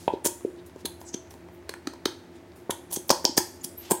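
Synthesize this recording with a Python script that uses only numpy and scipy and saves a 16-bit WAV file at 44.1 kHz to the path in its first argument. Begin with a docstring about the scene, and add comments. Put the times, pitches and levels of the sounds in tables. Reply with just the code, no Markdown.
"""Glue bottle over a mixing bowl

Close to the microphone, two hands turn, squeeze and pat an upside-down plastic glue bottle.
Skin rubs on the plastic, the wall flexes with hollow thumps, and cap and sticky fingers crackle.
The room is small and quiet, with a low hum, and rings briefly after each sound."""
import sys
import numpy as np
from scipy import signal
from scipy.fft import rfft, irfft, next_fast_len
from scipy.io import wavfile
from scipy.ndimage import uniform_filter1d

SR = 44100
rng = np.random.default_rng(int(sys.argv[2]) if len(sys.argv) > 2 else 0)


def generate_wav(signal):
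    """Clip the signal to [-1, 1] and save it as 16-bit WAV at the path in sys.argv[1]."""
    frames = np.transpose(np.atleast_2d(signal))
    scaled = np.clip(frames, -1, 1) * 32767
    pcm = np.round(scaled).astype(np.int16)
    wavfile.write(sys.argv[1], SR, pcm)


N = 176400

# Still air in the room. Each row: frequency in Hz, relative level in dB.
AIR_SPECTRUM = [(15, -75.5), (25, -83), (80, -17), (137, -30.5), (166, -17.5), (277, -4.5), (317, -13.5),
                (354, -7.5), (476, -15), (641, -15), (818, -18.5), (1100, -23), (2000, -24.5),
                (2910, -31.5), (9070, -42), (14400, -46), (16000, -43)]
# The room's hum. Each row: centre in Hz, half-width in Hz, level in dB.
HUM_BANDS = [(76, 4.5, -61), (92, 12, -59), (129, 10.5, -65.5), (174, 3.7, -61), (349.1, 12.7, -51.5),
             (650, 4.5, -66), (880, 42, -69)]
# Fingers sliding on the plastic. Each row: peak time, rise and fall in seconds, level in dB,
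# centre and width in Hz.
FINGER_STROKES = [(.005, 0.013, 0.066, -51, 6040, 7000), (.135, 0.0049, 0.015, -50.5, 3720, 1500),
                  (.595, 0.0099, 0.0054, -55.5, 3680, 1200), (.664, 0.0027, 0.016, -51.5, 10200, 9400),
                  (.81, 0.026, 0.009, -56.5, 5000, 7000), (1.005, .003, 0.023, -52, 11000, 8100),
                  (1.067, 0.01, 0.0093, -50, 7800, 910), (1.09, 0.016, 0.0089, -42, 6400, 1670),
                  (1.137, 0.0048, 0.0058, -41, 6040, 1000), (1.308, 0.0045, 0.038, -55, 9800, 12100),
                  (1.47, 0.098, 0.036, -70.5, 1080, 1420), (1.55, .025, 0.017, -63, 13900, 4000),
                  (2.36, 0.015, 0.016, -58.5, 3000, 4950), (2.561, 0.0046, 0.049, -59, 10700, 10100),
                  (3.083, 0.0037, 0.0085, -42, 12800, 5060), (3.619, 0.0048, 0.0015, -45, 6980, 300),
                  (3.66, .008, 0.042, -49, 8400, 1210), (3.779, 0.0025, 0.022, -36.5, 12500, 800),
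                  (3.852, 0.045, 0.11, -49, 2780, 5000), (3.93, .01, .03, -43, 12500, 2020)]
# Flexes of the bottle wall. Each row: start in seconds, pitch in Hz, level in dB, swell in ms.
WALL_FLEXES = [(0.0785, 527, -10.5, 1.43), (0.135, 388, -15, 2.8), (.2470, 332, -24, 2.2),
               (0.259, 370, -15, 2.15), (0.4478, 390, -14, 3.1), (0.759, 380, -32.5, 2.7),
               (.8480, 335, -22, 2.53), (1.014, 343, -39, 2.3), (1.1440, 290, -21.5, 2.26),
               (1.692, 413, -31, 3.4), (1.8705, 298, -22.5, 5.4), (2.0567, 353, -14.5, 2.8),
               (2.6948, 407, -13.5, 1.43), (2.9701, 316, -21, 2.05), (3.1020, 437, -18, 1.8),
               (3.109, 269, -15.5, 2.6), (3.2440, 440, -19.5, 1.8), (3.2518, 370, -14.5, 2),
               (3.292, 302, -24.5, 4.2), (3.3790, 310, -9.5, 1.7), (3.646, 236, -35.5, 3.2),
               (3.9107, 390, -19.5, 2.9), (3.915, 319, -10, 1.84), (3.9196, 212, -24.5, 3.8)]
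# Crackles of cap and bottle. Each row: peak time in seconds, rise and fall in ms, levels of the
# body, middle, edge and fizz bands (low to high) in dB, ring pitch in Hz, ring level in dB.
CAP_CLICKS = [(.0797, 0.45, 0.55, 24, 0.5, -44, -32, 3250, 0),
              (0.0802, 0.32, 1.3, 20, -23, -24, -25, 2530, 3.5),
              (0.2477, 1.7, 1.4, -10, -5, -9, -2, 9800, -5), (0.253, 1.6, 7.5, 15.5, 0, 3, 8.5, 7200, -2),
              (.2605, 1.2, 1.5, 7, -3, 2.5, 7, 4200, -6), (.2660, 1.4, 9, -18, -1.5, -1.5, 9, 7300, 10.5),
              (0.761, 0.37, 1.2, -2.5, -35, -25, -39, 6000, -39),
              (0.8554, 1.0, 5.1, -3, -8, -6.5, -3, 8500, -14),
              (0.858, 2.6, 2.5, -7, -5, -8.5, -4.5, 3940, 8),
              (0.861, 1.7, 2.5, 4.5, -11, -14.5, -13, 10800, -0.5),
              (1.0149, 0.33, 0.96, 4, -20, -18, -33, 6400, -18),
              (1.144, 1.9, 2.5, -2, -9, 0.5, -19.5, 6000, 3.5),
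              (1.3086, 0.46, 4.7, -4.5, -19, -19.5, -25.5, 5700, -29),
              (1.34, .5, 1.5, -3, -21, -26.5, -33, 4000, -24),
              (1.4869, .3, 1.3, -4, -18, -32, -38, 1950, -20), (1.6930, 0.19, 2, 5, 2, -2, -8.5, 4150, -1),
              (1.7389, 0.25, 1.6, 3, 2, -15, -21, 1630, -8), (1.8718, .4, 1.3, 2, 0, -12, -20, 4270, 2.5),
              (1.8737, 1.3, 1.2, 5, -2, -5, -15, 1320, 4.5),
              (1.936, 1.0, 2.0, 3.5, -18, -23.5, -26, 4400, -17),
              (2.0561, 0.48, 1.13, 7.5, 3.5, 2.5, -3, 4110, 14),
              (2.0577, 0.69, 0.65, 5, 9, 9, -9, 1360, 11), (2.6975, 1.1, 3.0, 16, -1, -35, -35, 860, 1),
              (2.7063, 1.45, 2.9, 0, 0.5, -10, -10, 10800, 4), (2.7101, 2.4, 2.3, 6, 2, 2, -2.5, 3420, 4.5),
              (2.9147, 4.7, 3.2, 0, -19, -12.5, -9.5, 7000, -19),
              (2.924, 0.87, 2.4, -1, -20, -11, -10, 13900, -2),
              (2.9293, 0.86, 4.0, 5.5, -20, -3, -6, 10200, 3),
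              (2.942, 8.2, 6.7, -20, -16, -7.5, 7.5, 6850, 4),
              (2.9640, 4.2, 5.6, 5.5, -8.5, 0.5, -2.5, 6170, 3),
              (3.0956, 0.75, 0.64, 14.5, -3, 8, -0.5, 7100, -7),
              (3.1030, 0.23, 1.5, 32.5, 11, 6.5, -10, 4800, 21), (3.1050, .5, 2.7, 0, 11, -5, -6, 1296, 18),
              (3.1079, 0.61, 0.55, 19.5, 2, 10.5, 8.5, 5700, 12),
              (3.1140, 3.5, 1.8, 1, -34, 9, 1, 6400, 9.5), (3.2442, .6, 4.5, 9, 1, -27, -3, 5100, -12),
              (3.2519, 0.083, 1.2, 22, 0, 15, 0, 4900, 20), (3.3702, 1.4, 3.8, 16, -12, -3, -1, 6400, -7),
              (3.3759, .4, 2.65, 25, 2, 12.5, 9, 5000, 17.5),
              (3.3785, 0.44, 2.4, -18, 16, 2, 12, 6650, 16.5), (3.385, 0.63, 3, -13, 3, -1, 8, 7300, -1),
              (3.6467, 5, 2.8, -2, -14, -4, 3.5, 5800, -1),
              (3.9118, 3.7, 0.99, 22.5, 1, -1, 9.5, 7800, 5.5),
              (3.916, 0.95, 4.6, 22.5, 6.5, 4, 9, 8400, 11)]
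# Resonances of bottle and cap, heard in every click. Each row: centre and width in Hz, gain in dB.
PLASTIC_MODES = [(1746, 480, -2.5), (2480, 140, 1.5), (3230, 470, 3), (4520, 250, -5), (6470, 117, -33.5),
                 (8350, 133, -16.5), (10660, 170, -15.5), (14400, 1140, 8.5)]
# Tone of a fingertip letting go. Each row: frequency in Hz, gain in dB.
TICK_TONE = [(200, 3), (900, 16.5), (2500, 7), (6000, 3.5), (15000, -29.5)]
# Tone of the reflections. Each row: frequency in Hz, level in dB against the direct sound.
REFLECTION_TONE = [(100, -6), (330, -26), (550, -5.5), (720, -13.5), (870, -1), (1080, -11), (1400, -9),
                   (3000, -7.5), (6000, -9.5), (10000, -7), (16000, -13)]
# Resonances of bowl and room. Each row: pitch in Hz, gain in dB, T60 and delay in seconds.
BOWL_AND_ROOM_MODES = [(362, 0, .16, .0145), (326, -4, .18, .0155), (875, -12, .2, .008),
                       (975, -12, .18, .008)]


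def undb(db):
    """Decibels to gain."""
    return 10 ** (np.asarray(db) / 20)


def unit_rms(x):
    """Scale to rms 1."""
    return x / np.sqrt(np.mean(x ** 2) + 1e-30)


def colour(x, points):
    """Causal, minimum-phase filter through (Hz, dB) points."""
    size = 2 * next_fast_len(len(x))
    hz, db = np.array(points, float).T
    freqs = np.maximum(np.fft.rfftfreq(size, 1 / SR), 1)
    gain = undb(np.interp(np.log(freqs), np.log(hz), db))
    cepstrum = irfft(np.log(gain))
    cepstrum[1:size // 2] *= 2
    cepstrum[size // 2 + 1:] = 0
    return irfft(rfft(x, size) * np.exp(rfft(cepstrum)))[:len(x)]


def flatten(burst):
    """Even out the broad spectrum of a burst and give it unit energy."""
    spectrum = rfft(burst)
    power = uniform_filter1d(np.abs(spectrum) ** 2, size=50)
    flat = irfft(spectrum / np.sqrt(power + 1e-12), len(burst))
    return flat / np.linalg.norm(flat)


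def band(x, hz, width):
    """One resonance, gain 1 at its centre."""
    q = hz / min(width, SR / np.pi)
    return signal.lfilter(*signal.iirpeak(hz, q, fs=SR), x)


def add(out, x, start):
    """Mix x into out from a time in seconds."""
    i = int(round(start * SR))
    x, i = x[max(-i, 0):], max(i, 0)
    out[i:i + len(x)] += x[:max(len(out) - i, 0)]


def swell(t, rise, fall):
    """Steep rise up to t = 0, exponential fall after it."""
    return np.exp(-np.where(t < 0, np.abs(t / rise) ** 1.07, np.abs(t / fall)))


def room_tone(air_db=-52):
    """Still air all round the microphone, and narrow bands of noise that waver as a low hum."""
    out = undb(air_db) * unit_rms(colour(rng.standard_normal(N), AIR_SPECTRUM))
    freqs = np.fft.rfftfreq(N, 1 / SR)
    for hz, half_width, db in HUM_BANDS:
        hum_spectrum = rfft(rng.standard_normal(N)) / (1 + ((freqs - hz) / half_width) ** 2)
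        out += undb(db) * unit_rms(irfft(hum_spectrum, N))
    return out


def finger_rubs(roughness=0.18):
    """Skin drags over the bottle in faint, grainy, sometimes squeaky strokes."""
    out, t = np.zeros(N), np.arange(N) / SR
    grain = np.exp(roughness * unit_rms(uniform_filter1d(rng.standard_normal(N), size=60)))
    for peak, rise, fall, db, hz, width in FINGER_STROKES:
        friction = rng.standard_normal(N) * grain
        drag = band(band(friction, hz, width), hz, 2 * width)
        out += undb(db) * swell(t - peak, rise, fall) * unit_rms(drag)
    return out


def wall_thumps():
    """The bottle wall flexes and, damped by the hand, swings for only a few cycles."""
    out, t = np.zeros(N), np.arange(SR // 20) / SR
    for start, hz, db, swell_ms in WALL_FLEXES:
        age = t * 1000 / swell_ms
        envelope = (age * np.exp(1 - age)) ** 3
        add(out, undb(db) * envelope * np.sin(2 * np.pi * hz * t), start)
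    return out


def cap_clicks(roughness=0.54, grain_s=0.0004, lead_s=0.02):
    """Each click is a tight cluster of slips, coloured by the plastic, with a ring set by the grip."""
    out = np.zeros(N)
    t_ms = (np.arange(4096) / SR - lead_s) * 1000
    for peak, rise, fall, body, middle, edge, fizz, ring_hz, ring_db in CAP_CLICKS:
        slips, grain = rng.standard_normal((2, len(t_ms)))
        grain = unit_rms(uniform_filter1d(grain, int(grain_s * SR)))
        push = flatten(slips * np.exp(roughness * grain) * swell(t_ms, rise, fall))
        plastic = sum(undb(db) * band(push, hz, width) for hz, width, db in PLASTIC_MODES)
        shell = push + grip_resonances(push) + plastic
        tone = [(130, body - 16.5), (450, body - 2), (700, body - 2.5), (870, body), (1030, body - 2),
                (1260, middle), (1800, middle), (2600, (middle + edge) / 2 - 4.5),
                (3400, edge - 2), (6000, edge), (9000, fizz), (15000, fizz - 11.5)]
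        crackle = colour(shell / np.linalg.norm(shell), tone)
        ring_width = 0.13 * ring_hz
        ring = band(band(push, ring_hz, ring_width), ring_hz, 4 * ring_width)
        ring *= undb(ring_db) * np.sqrt(np.pi * ring_width / SR) / np.linalg.norm(ring)
        add(out, crackle + ring, peak - lead_s)
    return out


def grip_resonances(push, low_hz=5000, high_hz=15500):
    """Every grip leaves other small, high resonances of the plastic free to ring."""
    pitches = rng.uniform(low_hz, high_hz, size=9)
    return undb(5) * sum(band(push, hz, width=300) for hz in pitches)


def sticky_ticks(per_second=12, count=200, fall_s=0.00066, spread_db=2):
    """Tacky fingertips let go of the plastic at random moments."""
    out, t = np.zeros(N), np.arange(SR // 100) / SR
    starts = rng.random(count) * count / per_second
    for start, db in zip(starts, rng.normal(-39, spread_db, count)):
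        tick = rng.standard_normal(len(t)) * np.exp(-t / fall_s)
        add(out, undb(db) * tick / np.linalg.norm(tick), start)
    return colour(out, TICK_TONE)


def small_room(direct, early_t60_s=0.26, late_t60_s=0.63, late_db=-8.5):
    """Table and walls reflect quickly, a fainter tail lingers, and bowl and room ring low."""
    t = np.arange(int(0.8 * SR)) / SR
    early, late = (np.exp(-np.log(1000) * t / t60) / np.sqrt(t60) for t60 in (early_t60_s, late_t60_s))
    tail = rng.standard_normal(len(t)) * np.hypot(early, undb(late_db) * late)
    response = np.zeros(len(t))
    add(response, colour(tail / np.linalg.norm(tail), REFLECTION_TONE), start=0.0046)
    for hz, db, t60, delay in BOWL_AND_ROOM_MODES:
        decay_rate = np.log(1000) / t60
        mode = np.exp(-decay_rate * t) * np.sin(2 * np.pi * hz * t)
        add(response, undb(db) * 2 * decay_rate / SR * mode, delay)
    return direct + signal.fftconvolve(direct, response)[:N]


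def scene(low_cut_hz=91):
    """One microphone close to the bottle, which is too small to radiate deep bass; the room behind."""
    handling = wall_thumps() + cap_clicks() + finger_rubs() + sticky_ticks()
    low_cut = signal.butter(2, low_cut_hz, "high", fs=SR, output="sos")
    bottle = signal.sosfilt(low_cut, handling)
    return (small_room(bottle) + room_tone())[None]


def record(dry, ceiling=0.72, top_hz=16000):
    """The recorder rounds the highest peaks and cuts the top."""
    rounded = dry / (1 + (dry / ceiling) ** 4) ** (1 / 4)
    high_cut = signal.ellip(10, 0.2, 80, top_hz, fs=SR, output="sos")
    return signal.sosfilt(high_cut, rounded)


dry = scene()
out = record(dry)
generate_wav(out)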